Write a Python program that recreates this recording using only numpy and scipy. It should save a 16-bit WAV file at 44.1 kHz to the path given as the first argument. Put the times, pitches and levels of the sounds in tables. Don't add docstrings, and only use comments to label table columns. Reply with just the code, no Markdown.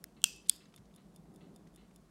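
import sys
import numpy as np
from scipy import signal
from scipy.fft import rfft, irfft
from scipy.io import wavfile
from scipy.ndimage import uniform_filter1d

SR = 44100
rng = np.random.default_rng(int(sys.argv[2]) if len(sys.argv) > 2 else 0)


def store_pcm(level_fs):
    pcm = np.round(np.clip(level_fs, -1, 1) * 32767).astype(np.int16)
    wavfile.write(sys.argv[1], SR, np.atleast_2d(pcm).T)


def gain_from_decibels(decibels):
    exponent = np.asarray(decibels, float) / 20
    return 10 ** exponent


N = 92610

# centre_hz, width_hz, level_db
PRESS_WALL_COLOUR = [(1700, 650, -18.5), (2623, 66, -3), (3150, 400, -3), (4400, 500, -14.5),
                     (4900, 290, -7.5), (5700, 2100, -4), (5900, 330, -6.5), (7300, 540, -7.5),
                     (8200, 600, -5.5), (10200, 1500, -16.5), (11600, 990, -12), (13200, 1800, -16),
                     (15000, 1000, -20.5)]


def band(x, hz, width):
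    return signal.lfilter(*signal.iirpeak(hz, hz / width, fs=SR), x)


def unit(x):
    return x / np.sqrt(np.mean(x ** 2))


def resonant_noise(hz, width):
    return band(band(rng.standard_normal(N), hz, width), hz, width)


def highpass(x, order, hz):
    return signal.sosfilt(signal.butter(order, hz, "highpass", fs=SR, output="sos"), x)


def coloured(points):
    hz, db = np.array(points, float).T
    log_hz = np.log(np.arange(N // 2 + 1) * SR / N + 1)
    gain = gain_from_decibels(np.interp(log_hz, np.log(hz), db, left=-70))
    return unit(irfft(rfft(rng.standard_normal(N)) * gain, N))


def strike(hits, modes, scatter_db=4.08):
    contact_s = .0001
    out = np.zeros(N)
    hz, db, t60 = np.array(modes, float).T[:, :, None]
    size = min(int(t60.max() * 1.3 * SR) + 8, N // 4)
    sign = (-1.) ** np.arange(len(modes))[:, None]
    balance = rng.standard_normal((len(hits), len(modes), 1))
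    for (s, peak_db, tilt_db), luck in zip(hits, balance):
        i = int(s * SR) + 1
        t = (np.arange(i, i + size) / SR - s)[:N - i]
        gain = gain_from_decibels(db + tilt_db * np.log2(hz / 5000) + scatter_db * luck - 60 * t / t60)
        ring = gain * np.sin(2 * np.pi * hz * t) * sign
        out[i:i + size] += gain_from_decibels(peak_db) * ring.sum(0) * (1 - np.exp(-t / contact_s))
    return out


def snap(hits, modes):
    watch_low_hz = 2300
    split_hz = watch_low_hz * .9
    case = strike(hits, [m for m in modes if m[0] > split_hz], scatter_db=1.5)
    palm = strike(hits, [m for m in modes if m[0] <= split_hz], scatter_db=1.5)
    return highpass(case, 4, watch_low_hz) + palm


def echo(s, level_db, colour):
    wall_s, build_s = .0115, .003
    t60_low_s, t60_high_s = .42, .25
    near_db, near_t60_s = 11, .03
    i = int(s * SR)
    t = np.arange(N - i) / SR
    late = np.maximum(t - wall_s, 0)
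    out = np.zeros(N)
    for hz, width, db in colour:
        t60 = np.interp(hz, [5000, 13000], [t60_low_s, t60_high_s])
        walls = (1 - np.exp(-late / build_s)) * gain_from_decibels(-60 * late / t60)
        near = gain_from_decibels(near_db - 60 * t / near_t60_s)
        grain_db = 1.5 * unit(uniform_filter1d(rng.standard_normal(N), size=300))
        tail = unit(resonant_noise(hz, 1.6 * width) * gain_from_decibels(grain_db))
        out[i:] += gain_from_decibels(level_db + db) * (walls + near) * tail[i:]
    return signal.sosfilt(signal.ellip(8, .3, 40, 15800, fs=SR, output="sos"), out)


def house():
    # centre_hz, width_hz, level_db
    room_modes = [(51, 9, -70.5), (29.8, 17, -88), (104, 30, -76.5), (167.95, 30, -64.5), (205, 46, -64.5),
                  (305, 50, -70.5), (383, 50, -72), (472, 70, -76.5), (640, 210, -73), (1030, 600, -85)]
    # time_s, swell_db
    traffic = [(0, -64.5), (0.499, -66.5), (.9, -65.5), (1.2, -63.5), (1.45, -59.5), (1.7, -63.5),
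               (2.1, -69)]
    # frequency_hz, density_db_per_hz
    hiss_spectrum = [(530, -28.5), (900, -4.5), (1150, -1.5), (1220, -6.5), (2300, -14), (2470, -14.5),
                     (4150, -15), (9420, -17.5), (16000, -27.5)]
    s, db = np.array(traffic).T
    swell = gain_from_decibels(np.interp(np.arange(N) / SR, s, db - db.mean()))
    hum = [gain_from_decibels(d) * unit(resonant_noise(hz, 1.6 * w)) for hz, w, d in room_modes]
    hiss = gain_from_decibels(-74.5) * coloured(hiss_spectrum)
    return hum[0] + swell * sum(hum[1:]) + hiss


def touch():
    # start_s, peak_db, tilt_db_per_octave
    touch_hits = [
        (.0385, -72, -3),
        (.04065, -40, 0),
        (.04085, -33, -1),
        (.0414, -39, -1),
        (.0419, -48, 0),
    ]
    # frequency_hz, level_db, t60_s
    touch_modes = [(1500, -9, .005), (2050, -8, .004), (2620, -3, .005), (3150, -7, .004),
                   (4000, -11, .003), (4900, -11, .005), (5400, -11, .005), (6950, -10, .007),
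                   (8370, -12, .004), (9580, -9, .004), (11000, -4, .003), (13500, -3, .0035),
                   (14800, -1, .003), (16250, -5, .004)]
    direct = highpass(strike(touch_hits, touch_modes, scatter_db=5), 2, 1100)
    return direct + echo(touch_hits[2][0], -80, PRESS_WALL_COLOUR)


def rattle():
    # start_s, level_db
    knocks = [
        (0.164, -68),
        (0.602, -65),
        (0.971, -68.5),
        (1.405, -66),
        (1.44, -82.5),
        (1.772, -67.5),
        (1.81, -79),
    ]
    # centre_hz, width_hz, level_db
    rattle_modes = [(1300, 400, -5.5), (2100, 520, -4), (2670, 110, -4.5), (2960, 130, -4.5),
                    (3376, 600, -6.5), (4000, 440, -5.5), (4370, 340, -10)]
    rise_s, t60_s = .004, .3
    t = np.arange(N) / SR
    shape = np.zeros(N)
    for s, db in knocks:
        shape += gain_from_decibels(db - 60 * np.maximum(t - s, 0) / t60_s) * np.clip((t - s) / rise_s, 0, 1)
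    grain = gain_from_decibels(2.2 * unit(uniform_filter1d(rng.standard_normal(N), size=120)))
    body = sum(gain_from_decibels(db) * unit(resonant_noise(hz, w)) for hz, w, db in rattle_modes)
    return shape * unit(grain * body)


def press():
    # start_s, peak_db, tilt_db_per_octave
    press_hits = [
        (.2179, -44, -1),
        (.2295, -49, -3),
        (.2398, -47, 2),
        (.24097, -4, 0),
        (.24165, -19, -2),
        (.2432, -30, 0),
        (.2442, -33, -2),
    ]
    # frequency_hz, level_db, t60_s
    press_modes = [(620, -31, .005), (980, -26, .006), (1480, -27, .009), (2830, -9, .008),
                   (3270, -4.5, .007), (4300, -18, .004), (5600, -9.5, .006), (6600, -7, .003),
                   (7850, 0, .0027), (9000, -6.5, .004), (10700, -18, .004), (11800, -13, .003),
                   (13200, -21, .004), (15500, -10, .002)]
    # frequency_hz, level_db, t60_s
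    press_ring = [(2650, -42, .15), (2735, -43, .14), (3252, -48, .1)]
    snap_s = press_hits[3][0]
    direct = snap(press_hits, press_modes) + strike([(snap_s, 0, 0)], press_ring, scatter_db=5.5)
    return highpass(direct, 2, 420) + echo(snap_s, -46.5, PRESS_WALL_COLOUR)


def escapement():
    # start_s, peak_db
    beats = [(0.3624, -51), (0.5613, -48.5), (0.7617, -47.5), (0.9614, -51.5), (1.1612, -48.5),
             (1.36, -52.5), (1.561, -51), (1.7605, -51), (1.9604, -50)]
    # before_drop_s, level_db
    lead_odd = [
        (.0205, -11),
        (.0125, -8),
    ]
    # before_drop_s, level_db
    lead_even = [
        (.0205, -18),
        (.013, -17),
    ]
    # after_drop_s, level_db
    rebounds = [
        (.0007, -3),
        (.0016, -7),
        (.003, -13),
    ]
    # frequency_hz, level_db, t60_s
    tick_modes = [(2700, -14, 0.0046), (3560, -7, 0.053), (4500, -20.5, 0.0057), (5100, -3, 0.0081),
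                  (5840, -14, 0.0031), (6900, -4, 0.0069), (8030, -6, 0.0055), (9230, 1, 0.0063),
                  (9660, -2, 0.0061), (10630, -0.5, 0.011), (12200, -5, 0.0049), (12693, -3.5, 0.0051),
                  (14100, -15, 0.00406), (15330, -11.5, .004)]
    hits = []
    for k, (s, db) in enumerate(beats):
        leads = lead_odd if k % 2 else lead_even
        hits += [(s - lead, db + d, 0) for lead, d in leads]
        hits += [(s, db, 0)]
        hits += [(s + lag, db + d, 0) for lag, d in rebounds]
    return gain_from_decibels(-4.5) * strike(hits, tick_modes, scatter_db=2.5)


def squeak():
    start_s, length_s, level_db, pitch_hz = .385, .11, -81, 9920
    t = np.arange(N) / SR
    shape = np.sin(np.pi * np.clip((t - start_s) / length_s, 0, 1))
    return gain_from_decibels(level_db) * shape * np.sin(2 * np.pi * pitch_hz * t)


def scrapes():
    # start_s, length_s, level_db, centre_hz, width_hz
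    slides = [
        (0.453, 0.018, -63.5, 2987, 4000),
        (.4845, 0.0084, -46, 8000, 4000),
        (.4855, 0.0081, -52, 3500, 2030),
    ]
    t = np.arange(N) / SR
    out = np.zeros(N)
    for s, length, db, hz, width in slides:
        shape = np.sqrt(np.clip((t - s) / length, 0, 1)) * (t < s + length)
        out += gain_from_decibels(db) * shape * unit(resonant_noise(hz, width))
    return out


def release():
    # start_s, peak_db, tilt_db_per_octave
    release_hits = [
        (.4730, -54, 2),
        (.4945, -18, -2),
        (.4951, -22, -3),
        (.49598, -3, 0),
        (.4969, -21, -3),
        (.4975, -23, -1),
        (.4981, -25, -3),
    ]
    # frequency_hz, level_db, t60_s
    release_modes = [(1430, -42, .009), (2250, -30, .007), (3430, -12.5, .0075), (4400, -11, .004),
                     (5200, -15, .005), (6940, -13.5, .008), (8300, -1, .0027), (9250, -2, .0035),
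                     (10200, -11, .004), (11400, -8.5, .005), (12800, -25, .003), (14100, -29, .005),
                     (15600, -31, .004), (16150, -27, .004)]
    # frequency_hz, level_db, t60_s
    release_ring = [(3450, -40, .045), (4440, -56, .15), (4845, -55, .2)]
    # centre_hz, width_hz, level_db
    release_wall_colour = [(1700, 600, -11.5), (2750, 560, -10.5), (3500, 490, -3.5), (4450, 250, -7),
                           (4853, 200, -2.5), (5200, 300, -5), (6900, 700, -8), (8000, 1000, -3.5),
                           (9600, 1100, -9), (11500, 1100, -7), (13200, 1500, -14.5), (15000, 1000, -18)]
    snap_s = release_hits[3][0]
    direct = snap(release_hits, release_modes) + strike([(snap_s, 0, 0)], release_ring, scatter_db=2)
    return highpass(direct, 2, 1100) + echo(snap_s, -57, release_wall_colour)


def creaks():
    # start_s, peak_db, centre_hz, width_hz
    slips = [(0.656, -63, 6700, 500), (0.655, -64.5, 3870, 900), (.656, -60.5, 1700, 600),
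             (.724, -67.5, 3280, 1500), (0.74, -56, 3200, 2000), (0.739, -58, 1300, 1200),
             (0.777, -56, 2240, 2300), (0.782, -62.5, 4500, 4500), (0.855, -65, 4750, 3000),
             (.91, -68.5, 2100, 602), (.94, -67.5, 3770, 2000), (1.256, -67.5, 901, 1200),
             (1.67, -63.5, 2100, 1200), (1.672, -63.5, 4400, 4000), (1.91, -66.5, 2100, 900),
             (1.911, -71, 4000, 3000)]
    rise_s, decay_s = .00015, .0037
    t = np.arange(N) / SR
    out = np.zeros(N)
    for s, db, hz, width in slips:
        late = np.maximum(t - s, 0)
        shape = (1 - np.exp(-late / rise_s)) * np.exp(-late / decay_s)
        out += gain_from_decibels(db) * shape * unit(resonant_noise(hz, 1.5 * width))
    return out


def thud():
    start_s, level_db, pitch_hz, t60_s = .787, -54, 112, .08
    knock = strike([(start_s, level_db, 0)], [(pitch_hz, 0, t60_s)], scatter_db=0)
    return 2 * band(knock, pitch_hz, 60)


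def scene():
    watch = touch() + press() + escapement() + release()
    hand = squeak() + scrapes() + creaks() + thud()
    return (house() + rattle() + watch + hand)[None]


def low_pass(x):
    return signal.sosfilt(signal.butter(12, 17030, fs=SR, output="sos"), x)


def record(dry):
    low = signal.sosfiltfilt(signal.ellip(8, .1, 50, 15800, fs=SR, output="sos"), dry)
    shelved = low + gain_from_decibels(-15) * (dry - low)
    cut = signal.ellip(6, .5, 40, 16550, fs=SR, output="sos")
    return low_pass(signal.sosfilt(cut, shelved))


dry = scene()
out = record(dry)
store_pcm(out)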